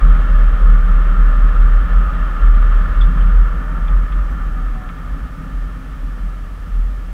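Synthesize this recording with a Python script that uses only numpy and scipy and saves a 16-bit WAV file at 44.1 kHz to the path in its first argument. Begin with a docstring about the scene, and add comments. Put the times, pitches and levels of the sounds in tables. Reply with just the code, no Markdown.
"""A deep, booming drone comes first: we are inside a car that cruises, coasts, then brakes.
The body shakes at its lowest note and booms on each bump. The road thrums through the suspension,
the air inside the tyres hums, and the tread's roar rings in the panels and cabin.
As the car slows, the engine drops towards idle and the gears whine downwards.
The dashboard knocks and loose plastic trim chirps a few times over a steady thin hiss."""
import sys
import numpy as np
from scipy import signal
from scipy.fft import rfft, irfft
from scipy.io import wavfile
from scipy.ndimage import uniform_filter1d

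SR = 44100
rng = np.random.default_rng(int(sys.argv[2]) if len(sys.argv) > 2 else 0)


def unload_wav(signal):
    """Save mono or channel-first audio to the path in sys.argv[1] as 16-bit WAV at rate SR, clipped to [-1, 1]."""
    wavfile.write(
        sys.argv[1],
        SR,
        np.round(np.clip(np.atleast_2d(signal).T, -1, 1) * 32767).astype(np.int16),
    )


N = 314423
T = np.arange(N) / SR


# The body's trembling between bumps. Each row: time in seconds, pitch in Hz, level in dB.
BODY_TREMBLE = [(0, 38.2, -41.5), (0.08, 38.6, -15), (0.9, 37.5, -10.5), (1.75, 38.3, -10.5),
                (1.86, 38.9, -22.5), (2.25, 42.25, -20.5), (2.5, 38.36, -14), (2.8, 37.7, -18.5),
                (3.2, 40.6, -19), (3.6, 40.02, -17.5), (4.05, 42.87, -20.5), (4.7, 39.3, -26.5),
                (5.4, 42.5, -29), (7.13, 41.85, -24)]
# Uneven stretches of road. Each row: start in seconds, length in seconds, level in dB.
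BUMPS = [(0.008, 0.076, 1), (0.274, 0.22, -9), (0.599, 0.097, -2), (0.72, 0.31, -11.5), (1.15, 0.11, -8),
         (1.335, 0.14, -13.5), (1.534, 0.11, -7), (1.672, 0.11, -8), (1.883, 0.11, -7),
         (2.049, 0.21, -16.5), (2.39, 0.17, -6), (2.547, 0.25, -9.5), (2.94, 0.13, -7.5), (3.158, 0.12, -7),
         (3.31, 0.095, -6), (3.779, 0.056, -14), (3.877, 0.1, -9.5), (4.094, 0.15, -14.5),
         (4.371, 0.36, -18), (5.063, 0.075, -19.5), (5.501, 0.16, -19.5), (5.997, 0.043, -16),
         (6.193, 0.047, -14), (6.69, 0.17, -14)]

def body_boom(offset_db=-0.25, shudder_db=0.86, tremble_db=1.5, wander_hz=0.348, ceiling=0.58):
    """The car's body drones at its lowest note and swells on each bump, up to a ceiling."""
    hz, level_db = follow(BODY_TREMBLE)
    tremble = gain_of(level_db + tremble_db * drift(9.7))
    bump_power = sum((gain_of(db) * swell(start, length, rise_s=0.052, decay_s=0.061)) ** 2
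                     for start, length, db in BUMPS)
    shake = np.sqrt(bump_power + tremble ** 2) * gain_of(offset_db + shudder_db * drift(29))
    hz = hz + wander_hz * drift(12) / np.maximum(shake, 0.08)  # a weak boom wanders more in pitch
    smooth_shake = uniform_filter1d(np.minimum(shake, ceiling), size=1000)
    return smooth_shake * fuzzy_tone(hz, width_hz=18, rough=0.004)


# Rough patches of road. Each row: start in seconds, length in seconds, boost in dB.
THUMPS = [(0.03, 0.17, 4), (2.75, 0.22, 2.5), (3.012, 0.25, 5), (3.824, 0.1, 1.5), (4.271, 0.079, 3),
          (4.49, 0.039, 0.5), (5.344, 0.097, 5), (6.188, .1, 3), (6.551, 0.22, 0.5)]
# The suspension's thrum and the floor's rumble. Each row: frequency in Hz, relative level in dB.
THRUM_SHAPE = [(60, -24), (85, -2.5), (100, -1.5), (125, -1), (145, 2.5), (165, 2.5), (190, -1.5),
               (213, -6), (232, -4), (272, -4), (320, -19), (600, -60)]
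RUMBLE_SHAPE = [(12, -5), (23, 9), (32, 4.5), (40, -0.5), (53, 16), (61, 10.5), (72, 3), (90, -3),
                (130, -28), (300, -61)]

def road_thrum(patchy_db=1.28, rumble_share=0.67, air_base_hz=144.7, air_rise_hz=32.93):
    """The rough road shakes the suspension and floor, and rings the air inside the tyres."""
    thump_db = sum(db * swell(start, length, rise_s=0.02, decay_s=0.044) for start, length, db in THUMPS)
    thrum = with_speed(cruise_db=-33, power=0.8) * noise(lambda hz: read(THRUM_SHAPE, hz))
    rumble = with_speed(cruise_db=-25.5, power=1.72) * noise(lambda hz: read(RUMBLE_SHAPE, hz))
    air_hz = air_base_hz + air_rise_hz * speed()
    ring = with_speed(cruise_db=-43, power=2.6) * fuzzy_tone(air_hz, width_hz=7.8, rough=0.75)
    thrum *= gain_of(patchy_db * drift(20))
    return gain_of(thump_db) * (thrum + ring) + gain_of(rumble_share * thump_db) * rumble


# The note of the air in the tyres. 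Each row: time in seconds, pitch in Hz, level in dB.
TYRE_HUM = [(0, 180.8, -40), (0.25, 180.5, -37), (0.55, 179.2, -40.5), (0.8, 179.5, -34), (1.35, 178, -38),
            (2.1, 175.7, -34), (2.5, 174.2, -44.5), (3.1, 173.6, -36), (3.5, 172.6, -43.5),
            (4.4, 172.3, -43.5), (5.2, 170.4, -58)]

def tyre_hum(throb_db=2.8, uneven_db=1.8, cruise_turns_per_s=7.1):
    """The air inside the tyres hums an almost pure note that throbs unevenly as the wheels turn."""
    hz, level_db = follow(TYRE_HUM)
    turn = np.sin(2 * np.pi * np.cumsum(cruise_turns_per_s * speed()) / SR)
    level = gain_of(level_db + throb_db * turn + uneven_db * drift(11))
    return level * fuzzy_tone(hz, width_hz=6.3, rough=0.097)


# Tread noise: fast roar, slow roll and sizzle. Each row: frequency in Hz, relative level in dB.
FAST_SHAPE = [(150, -46), (300, -12), (420, -11.5), (700, -14.5), (950, -14.5), (1150, -7), (1450, -4.5),
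              (2000, -17), (2500, -25.5), (3300, -30), (3900, -41.5), (4300, -42.5), (6000, -53),
              (12000, -74.5)]
SLOW_SHAPE = [(150, -28.5), (300, -3.5), (420, -5), (600, -12), (720, -9.5), (950, -9.5), (1150, -8),
              (1450, -7.5), (2000, -14.5), (2500, -21), (3300, -23), (3900, -34), (4300, -55), (12000, -68)]
SIZZLE_SHAPE = [(1200, -32), (2100, -4), (3300, -5.5), (3900, -13.5), (4400, -15.5), (6000, -21.5),
                (12000, -48)]
# How loud the tread sizzles on coarse asphalt. Each row: time in seconds, level in dB.
SIZZLE_LEVEL = [(0, -50.5), (0.9, -53.5), (2.2, -53.5), (2.9, -52.5), (3.3, -54.5), (3.7, -73)]
# Where tread, panels and cabin ring. Each row: frequency in Hz, width in Hz, boost (or cut) in dB.
PANEL_RINGS = [(504.4, 32, 6), (559, 52, 5), (615, 32, 8.5), (787, 120, 3), (1192, 74, 9), (1261, 64, 8),
               (1356, 52, 8), (1445, 19, 3), (1513, 46, 1), (1607, 52, -4), (1740, 112, 9), (1843, 54, 4),
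               (2180, 51, 5.5), (2410, 36, 6.5), (2740, 110, 7), (2900, 120, -2.5), (3090, 130, 7.5),
               (3400, 66, 6.5), (3844, 130, 7)]

def tyre_roar(flutter_db=0.64):
    """Tread noise rings in the panels. As the car slows, the bright roar fades and a duller roll stays."""
    def in_panels(shape):
        return noise(lambda hz: read(shape, hz) + lift_db(PANEL_RINGS, hz))

    fast = with_speed(cruise_db=-31, power=2.66) * in_panels(FAST_SHAPE)
    slow = with_speed(cruise_db=-41.5, power=0.22) * in_panels(SLOW_SHAPE)
    sizzle = gain_of(follow(SIZZLE_LEVEL)[0]) * in_panels(SIZZLE_SHAPE)
    return gain_of(flutter_db * drift(18)) * (fast + slow + sizzle)


# The tread's thin whistles. Each row: pitch at cruising speed in Hz, relative level in dB.
TREAD_TONES = [(1041, -14), (1088, -8), (1267, -0.5)]

def tread_whistle():
    """Tread blocks slap the road and sing; the notes sink and fade as the car slows."""
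    tones = sum(gain_of(db) * fuzzy_tone(hz * speed(), width_hz=4.5, rough=0.51)
                for hz, db in TREAD_TONES)
    return with_speed(cruise_db=-41.5, power=8.6) * tones


# The engine's hum. Each row: time in seconds, pitch in Hz, level in dB, overtone level in dB.
ENGINE_HUM = [(0, 122.8, -59, -44.5), (0.6, 121, -57.5, -44.5), (2.05, 118.5, -55, -47.5),
              (2.25, 119.5, -61, -52.5), (3.4, 119.8, -62, -47.5), (4.5, 118.3, -48, -71),
              (5.8, 108.6, -51, -81), (6.7, 78.3, -37.5, -77), (7.13, 71.7, -40, -67)]
# Its overtones (higher notes). Each row: multiple of the pitch, relative level in dB.
ENGINE_OVERTONES = [(3, -7.5), (4, -3)]

def engine():
    """The muffled engine loses its overtones off the throttle and drops towards idle."""
    hz, level_db, overtone_db = follow(ENGINE_HUM)
    overtones = sum(gain_of(db) * fuzzy_tone(multiple * hz, width_hz=7.7, rough=0.24)
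                    for multiple, db in ENGINE_OVERTONES)
    hum = fuzzy_tone(hz, width_hz=9.2, rough=0.29)
    return gain_of(level_db) * hum + gain_of(overtone_db) * overtones


# The whine's notes. Each row: multiple of the rate at which gear teeth meet, relative level in dB.
WHINE_NOTES = [(2, 6), (3, 2)]
# Where the gear housing rings. Each row: tooth rate in Hz, width in Hz, boost in dB.
HOUSING_RINGS = [(453, 13, 12.5), (371, 28, 11)]
# A drone that swells during braking. Each row: time in seconds, pitch in Hz, level in dB.
BRAKING_DRONE = [(3.4, 358.8, -57), (4.8, 283.8, -50), (5.4, 262.2, -43), (5.9, 262.4, -43.5),
                 (6.4, 253, -62)]

def drivetrain(cruise_tooth_hz=527):
    """The gears' whine sinks with the speed and swells where their housing rings, over a low drone."""
    tooth_hz = cruise_tooth_hz * speed()
    level = with_speed(cruise_db=-65.5, power=1) * gain_of(lift_db(HOUSING_RINGS, tooth_hz))
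    whine = sum(gain_of(db) * fuzzy_tone(multiple * tooth_hz, width_hz=7.3, rough=0.7)
                for multiple, db in WHINE_NOTES)
    drone_hz, drone_db = follow(BRAKING_DRONE)
    return level * whine + gain_of(drone_db) * fuzzy_tone(drone_hz, width_hz=21, rough=0.65)


# Slips of the trim. Each row: start in seconds, level in dB, pitch in Hz, width in Hz,
# fade time in seconds. A narrow one is a clear chirp, a wide one a dry tick.
TRIM_SLIPS = [(1.622, -35, 2800, 2800, 0.0036), (3.009, -18, 3370, 260, 0.0061),
              (3.025, -36, 3450, 450.3, 0.012), (3.208, -44, 3100, 800, 0.016),
              (3.879, -37.5, 3230, 599, 0.0066), (4.119, -37.5, 3300, 600, 0.0092),
              (4.891, -44, 3220, 700, 0.0044)]

def trim_chirps(sharp_share=0.05, settle_s=0.006, overtone_ratio=1.39, overtone_db=-25):
    """Loose plastic slips and rings briefly on two notes, which start a little high and settle."""
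    out = np.zeros(N)
    for start, db, pitch_hz, width_hz, decay_s in TRIM_SLIPS:
        hz = pitch_hz * (1 + sharp_share * np.exp(-np.clip((T - start) / settle_s, 0, 20)))
        low, high = (fuzzy_tone(ratio * hz, width_hz / 2, rough=width_hz / 400)
                     for ratio in (1, overtone_ratio))
        ring = low + gain_of(overtone_db) * high
        out += gain_of(db) * ring * struck(start, rise_s=0.0047, decay_s=decay_s)
    return out


# Dashboard knocks. Each row: start in seconds, ring level in dB, crack level in dB.
KNOCKS = [(3.174, -22, -45), (3.881, -37, -36), (4.120, -43, -34), (4.889, -37, -33), (4.898, -26, -44)]
# The notes of a knock. Each row: pitch in Hz, relative level in dB, fade time in seconds.
DASH_NOTES = [(1280, 5, 0.0038), (1460, -6, .004), (1750, -11, 0.0045)]
# The crack of contact. Each row: frequency in Hz, relative level in dB.
CRACK_SHAPE = [(500, -15), (1800, 10), (2700, 1), (3600, -4), (4300, -22), (9000, -45)]

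def dashboard_knocks(rise_s=0.0011, crack_decay_s=0.0069):
    """The dashboard knocks: each contact makes a dry crack and a short hollow ring."""
    crack = noise(lambda hz: read(CRACK_SHAPE, hz))
    out = np.zeros(N)
    for start, ring_db, crack_db in KNOCKS:
        ring = sum(gain_of(db) * np.sin(2 * np.pi * hz * (T - start)) * struck(start, rise_s, decay_s)
                   for hz, db, decay_s in DASH_NOTES)
        out += gain_of(ring_db) * ring + gain_of(crack_db) * crack * struck(start, rise_s, crack_decay_s)
    return out


def squeak(start_s=4.3, length_s=0.044, hz=6000, level_db=-68):
    """One tiny high squeak in the cabin, with a second note an octave above."""
    tone = sum(fuzzy_tone(np.full(N, multiple * hz), width_hz=90, rough=0.68) for multiple in (1, 2))
    return gain_of(level_db) * tone * swell(start_s, length_s, rise_s=0.012, decay_s=0.008)


# The steady hiss. 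Each row: frequency in Hz, relative level in dB.
HISS_SHAPE = [(100, -6.5), (2000, 12.5), (4200, 4.5), (5000, 3.5), (6000, 2.5), (7000, 0.5), (9000, -0.5),
              (11400, -2.5), (12100, 0), (12800, -4), (15700, -4.5)]
# Faint electrical tones. Each row: pitch in Hz, level in dB.
ELECTRIC_TONES = [(15204, -79), (15298, -87)]

def hiss(level_db=-54):
    """Electronics add an even hiss and two thin, very high tones."""
    tones = sum(gain_of(db) * fuzzy_tone(np.full(N, hz), width_hz=5, rough=0.4)
                for hz, db in ELECTRIC_TONES)
    return gain_of(level_db) * noise(lambda hz: read(HISS_SHAPE, hz)) + tones


# How the car slows. Each row: time in seconds, share of cruising speed.
ROAD_SPEED = [(0, 1), (2.9, 0.99), (3.4, 0.91), (3.79, 0.858), (4.2, 0.79), (4.58, .718), (4.8, 0.703),
              (5.05, .67), (5.5, 0.57), (7.13, 0.38)]

def speed():
    """The car's speed at each moment, where 1 is cruising."""
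    return np.maximum(follow(ROAD_SPEED)[0], 0.05)


def with_speed(cruise_db, power):
    """A gain of cruise_db when cruising; the higher the power, the more it falls as the car slows."""
    return gain_of(cruise_db) * speed() ** power


def gain_of(db):
    """Turns decibels into a number to multiply by."""
    return 10 ** (np.asarray(db) / 20)


def read(shape, hz):
    """A shape table's level in dB at hz, blending between rows on a log-frequency scale."""
    row_hz, row_db = np.transpose(shape)
    return np.interp(np.log(hz + 1), np.log(row_hz + 1), row_db)


def follow(rows):
    """Joins a table's rows over time, giving one curve for each column after the first."""
    times, *columns = np.transpose(rows)
    return [np.interp(T, times, column) for column in columns]


def lift_db(rings, hz):
    """How many dB a set of resonances (places that ring) adds at hz."""
    return sum(db / (1 + (2 * (hz - centre) / width) ** 2) for centre, width, db in rings)


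def noise(shape_db):
    """Steady noise of average strength (rms) 1, coloured by the function shape_db(hz)."""
    hz = np.fft.rfftfreq(N, 1 / SR)
    shaped = irfft(rfft(rng.standard_normal(N)) * gain_of(shape_db(hz)), N)
    return shaped / np.sqrt(np.mean(shaped ** 2) + 1e-20)


def drift(rate_hz):
    """A random wander of strength 1, with up to about rate_hz wiggles a second."""
    return noise(lambda hz: -20 * np.log10(1 + (hz / rate_hz) ** 4))


def fuzzy_tone(hz, width_hz, rough):
    """A tone that follows the pitch curve hz: pure when rough is 0, a band of noise when it is 1."""
    rough = np.clip(rough, 0, 1)
    steady = np.sqrt(2 * (1 - rough))
    wander = np.sqrt(rough) * (drift(width_hz) + 1j * drift(width_hz))
    cycles = np.cumsum(hz) / SR + rng.random()
    return ((steady + wander) * np.exp(2j * np.pi * cycles)).real


def swell(start, length, rise_s, decay_s):
    """A level that rises, holds until the length is over, and dies away."""
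    age = T - start
    return np.clip(age / rise_s, 0, 1) * np.exp(-np.clip((age - length) / decay_s, 0, 20))


def struck(start, rise_s, decay_s):
    """A level that jumps up at the start and dies away at once."""
    age = np.maximum(T - start, 0)
    return (1 - np.exp(-np.minimum(age / rise_s, 20))) * np.exp(-np.minimum(age / decay_s, 20))


def scene():
    """Everything as heard at the windscreen, in one channel."""
    road = body_boom() + road_thrum() + tyre_hum() + tyre_roar() + tread_whistle()
    return (road + engine() + drivetrain() + trim_chirps() + squeak() + dashboard_knocks() + hiss())[None]


def record(dry, cutoff_hz=15720):
    """Flattens any peak beyond full scale, then removes the highest treble."""
    low_pass = signal.firwin(1023, cutoff_hz, window=("kaiser", 9), fs=SR)
    return signal.oaconvolve(np.clip(dry, -1, 1), low_pass[None], "same")


dry = scene()
out = record(dry)
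unload_wav(out)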